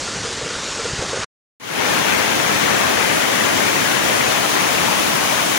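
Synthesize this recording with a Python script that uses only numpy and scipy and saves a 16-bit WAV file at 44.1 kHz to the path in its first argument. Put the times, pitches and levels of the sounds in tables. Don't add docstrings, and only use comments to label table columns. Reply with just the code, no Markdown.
import sys
import numpy as np
from scipy import signal
from scipy.fft import rfft, irfft
from scipy.io import wavfile
from scipy.ndimage import uniform_filter1d

SR = 44100
rng = np.random.default_rng(int(sys.argv[2]) if len(sys.argv) > 2 else 0)


def persist_wave(psi):
    counts = np.round(np.clip(psi, -1, 1) * 32767).astype(np.int16)
    wavfile.write(sys.argv[1], SR, np.atleast_2d(counts).T)


N = 246078
TIME = np.arange(N) / SR
HZ = np.fft.rfftfreq(N, 1 / SR)

# frequency in Hz, relative level in dB.
LEFT_EQ = [(25, -46), (55, -20.5), (140, -4), (430, 0.5), (800, -2.5), (2100, -3), (3100, -3.5),
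           (4700, -11.5), (6400, -9.5), (8500, -16.5), (11000, -24.5), (14000, -29), (14800, -24),
           (15700, -24)]
RIGHT_EQ = [(25, -46), (55, -19.5), (160, -5.5), (500, -5), (1050, -8), (2000, -13), (4200, -14),
            (6500, -14.5), (8200, -23), (10600, -12), (12400, -22), (14000, -25), (14800, -14),
            (15700, -17.5)]
# frequency in Hz, likeness from 0 to 1.
PORT_LIKENESS = [(40, 1), (200, 0.8), (450, 0.53), (560, 0.4), (700, 0.16), (2000, 0.03), (5000, 0.03)]
# centre in Hz, width in Hz, gain in dB for the street, then for the gate.
WATER_BANDS = [(96, 51, 3.5, 0), (270, 82, 2, 0.1), (457, 170, 1, -1), (1057, 310, -0.2, 2),
               (1820, 590, 2.5, 0.5), (6400, 710, 1, 1)]
# crest time in seconds, lift in dB, centre in Hz.
WATER_SURGES = [(2.77, 1, 700), (4.73, 0.9, 1100)]
# frequency in Hz, relative level in dB.
RAIN_EQ = [(20, -26), (55, -5.5), (130, -4), (300, -5), (460, -2.5), (720, -7.5), (1050, -7), (1450, -6),
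           (2400, -9), (4000, -9), (6800, -8.5), (9300, -19), (10200, -28.5), (11300, -32)]
# start in seconds, peak in dB, lift of the upper modes in dB, ring time factor.
FAT_DRIPS = [(.075, -23.5, 29, 1), (.249, -23.5, -7, 0.96), (.275, -21.5, -7, .8), (.413, -22, 1, 0.73),
             (.461, -23, 2, 1), (.502, -21, 13, .7), (.552, -24, 15, 0.87), (.792, -18.5, 6.5, 1.5),
             (.853, -16.5, 0, 1), (1.023, -14, -1, 0.38), (1.131, -15, -4, 0.57), (1.142, -15.5, -1.5, .4),
             (1.173, -16.5, -2, 0.46)]
# base pitch in Hz, relative level in dB, base t60 in seconds.
COVER_MODES = [(471, -0.5, 0.055), (375, -13, .035), (590, -10, 0.036), (1397, -13.5, 0.073),
               (1850, -19, 0.028)]
# start in seconds, level in dB, pitch in Hz.
PHONE_BUMPS = [(.161, -34, 180), (.428, -26, 100), (0.56, -29, 95), (.930, -19.5, 105), (0.986, -19.5, 90),
               (1.189, -21.5, 150)]

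CUT_S, FADE_FROM_S, FADE_TO_S = 1.243, 1.599, 1.893


def flood(lag_ms=1.107, spray_hz=6000, rush_db=-19.5, spray_db=-21, spray_db_per_s=0.78):
    shared, separate = rfft(churn()), rfft(churn())
    likeness = np.clip(curve(PORT_LIKENESS), 0, 1)
    delay = np.exp(-2j * np.pi * HZ * lag_ms / 1000)
    left = (likeness * shared * delay + np.sqrt(1 - likeness ** 2) * separate) * amp(curve(LEFT_EQ))
    right = shared * amp(curve(RIGHT_EQ))
    ports = np.array([amp(4.5) * unit(irfft(left, N)), amp(0.07) * unit(irfft(right, N))])
    spray = irfft(rfft(ports) * HZ ** 4 / (HZ ** 4 + spray_hz ** 4), N)
    rush_gain = amp(rush_db - 0.3 * phone_turn() + swell_db())
    spray_gain = amp(spray_db + spray_db_per_s * (TIME - FADE_TO_S) + swell_db())
    return (ports - spray) * rush_gain + spray * spray_gain


def churn():
    rush = wash(patchy_db=1.19, flicker_db=0.37, patch_hz=400, patch_s=0.041)
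    bubbles = grains(179.9, 2600, per_s=500, cycles=43.4, spread_db=1.7, glide=0.022, count=48)
    drops = grains(1500, 14300, per_s=5000, cycles=3, spread_db=1.6, glide=.02)
    return rush + amp(-13.5) * bubbles + amp(-14.5) * drops


def surges(ports, width_s=0.16):
    for s, db, hz in WATER_SURGES:
        lift = amp(db * bell(TIME, s, width_s))
        ports = ports + band_around(ports, hz, octaves=1.9) * (lift - 1)
    return ports


def street_to_gate(ports, gate_before=0.21):
    gate_share = gate_before + (1 - gate_before) * phone_turn()
    spectrum = rfft(ports)
    for hz, width, street_db, gate_db in WATER_BANDS:
        band = irfft(spectrum * bell(HZ, hz, width) ** 2, N)
        ports = ports + band * (amp(street_db + gate_share * (gate_db - street_db)) - 1)
    return ports


def phone_turn(midpoint_s=4.34, length_s=0.41):
    return np.clip((TIME - midpoint_s) / length_s + .5, 0, 1)


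def downpour(level_db=-26, wind_db_per_s=2, gust_db=3.5, gust_s=1.22):
    drops = wash(patchy_db=1.7, flicker_db=0.54, patch_hz=450, patch_s=0.05)
    drops += amp(-11.5) * grains(900, 9000, per_s=1500, cycles=2.6, spread_db=2.0, glide=.02)
    rain = unit(irfft(rfft(drops) * amp(curve(RAIN_EQ)), N))
    splash = band_around(rain, hz=1200, octaves=1.02)
    splash_db = -1.7 + wind_db_per_s * np.minimum(TIME, CUT_S) + gust_db * bell(TIME, gust_s, 0.062)
    return amp(level_db) * (rain + splash * (amp(splash_db) - 1))


def drips(small_per_s=14, pitch_scatter=.16, spots=10):
    fat, small = np.zeros(N), np.zeros(N)
    for s, db, lift_db, length in FAT_DRIPS:
        pitch = length ** -.09
        add(fat, s, amp(db) * cover_ring(pitch, lift_db, length))
    for pitch in 1 + pitch_scatter * np.linspace(-1, 1, spots):
        hits = impacts(small_per_s / spots, spread_db=1.5)
        small += signal.oaconvolve(hits, cover_ring(pitch, lift_db=0, length=0.74))[:N]
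    patter = grains(1250, 1900, per_s=100, cycles=29, spread_db=2, glide=.005)
    return fat + amp(-47) * unit(small) + amp(-45.5) * patter


def cover_ring(pitch, lift_db, length, attack_s=.002):
    t = TIME[:6000]
    ring = np.zeros(len(t))
    for hz, db, t60 in COVER_MODES:
        envelope = amp(db + lift_db * (hz > 1000) - 60 * t / (t60 * length))
        ring += envelope * np.sin(2 * np.pi * hz * pitch * t)
    ring *= 1 - np.exp(-t / attack_s)
    return ring / abs(ring).max()


def bumps(cycles=1.3, snap=0.21, rub_db=-14, rub_hz=500):
    out = np.zeros(N)
    muffle = signal.butter(2, rub_hz, fs=SR, output="sos")
    for s, db, hz in PHONE_BUMPS:
        phase = 2 * np.pi * np.arange(-cycles / 2, cycles / 2, hz / SR)
        rub = unit(signal.sosfilt(muffle, rng.standard_normal(len(phase))))
        push = -np.sin(phase) - snap * np.sin(2 * phase)
        envelope = np.cos(phase / (2 * cycles)) ** 2
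        add(out, s, amp(db) * (push + amp(rub_db) * rub) * envelope)
    return out


def grains(low_hz, high_hz, per_s, cycles, spread_db, glide, count=32):
    out = np.zeros(N)
    for hz in np.geomspace(low_hz, high_hz, count):
        age = TIME[:4000] * hz / cycles
        ring = np.exp(-np.pi * age) * np.sin(2 * np.pi * cycles * age * (1 + glide * age))
        out += hz * signal.oaconvolve(impacts(per_s / count, spread_db), ring)[:N]
    return unit(out)


def impacts(per_s, spread_db):
    size = amp(spread_db * np.minimum(rng.exponential(1, N), 4))
    return size * rng.choice([-1, 1], N) * (rng.random(N) < per_s / SR)


def wash(patchy_db, flicker_db, patch_hz, patch_s):
    hz, t, spectra = signal.stft(rng.standard_normal(N), SR, nperseg=512, noverlap=384)
    patches = uniform_filter1d(rng.standard_normal(spectra.shape), max(round(patch_hz / hz[1]), 1), axis=0)
    patches = unit(uniform_filter1d(patches, max(round(patch_s / t[1]), 1), axis=1))
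    flicker = unit(uniform_filter1d(rng.standard_normal(len(t)), size=8))
    spectra *= amp(patchy_db * patches + flicker_db * flicker)
    return unit(signal.istft(spectra, SR, nperseg=512, noverlap=384)[1][:N])


def swell_db(depth_db=0.2, drift_s=0.17):
    slow_band = bell(HZ * drift_s, 0, 1) * (HZ > 0)
    return depth_db * unit(irfft(rfft(rng.standard_normal(N)) * slow_band, N))


def amp(db):
    return 10 ** (np.asarray(db) / 20)


def unit(x):
    return x / np.sqrt(np.mean(x ** 2) + 1e-20)


def curve(points):
    hz, value = np.transpose(points)
    return np.interp(np.log(HZ + 1), np.log(hz + 1), value)


def bell(x, centre, width):
    return np.exp(-((x - centre) / width) ** 2)


def band_around(x, hz, octaves):
    return irfft(rfft(x) * bell(np.log2((HZ + 1) / hz), 0, octaves), N)


def add(mix, s, sound):
    part = mix[max(round(s * SR), 0):][:len(sound)]
    part += sound[:len(part)]


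def lowpass(x, hz):
    return signal.fftconvolve(x, signal.firwin(1023, hz, window=("kaiser", 9), fs=SR)[None], "same")


def scene(fade_start_db=-26, stop_s=0.0022):
    rain = lowpass((downpour() + drips() + bumps())[None], hz=11500)
    water = street_to_gate(surges(flood()))
    cut = np.exp(-np.clip((TIME - CUT_S) / stop_s, 0, 30))
    rise = np.clip((TIME - FADE_FROM_S) / (FADE_TO_S - FADE_FROM_S), 0, 1) ** 1.04
    fade_in = (TIME > FADE_FROM_S) * (rise + amp(fade_start_db) * (1 - rise))
    return rain * cut + water * fade_in


def record(dry):
    return lowpass(dry, hz=15830)


dry = scene()
out = record(dry)
persist_wave(out)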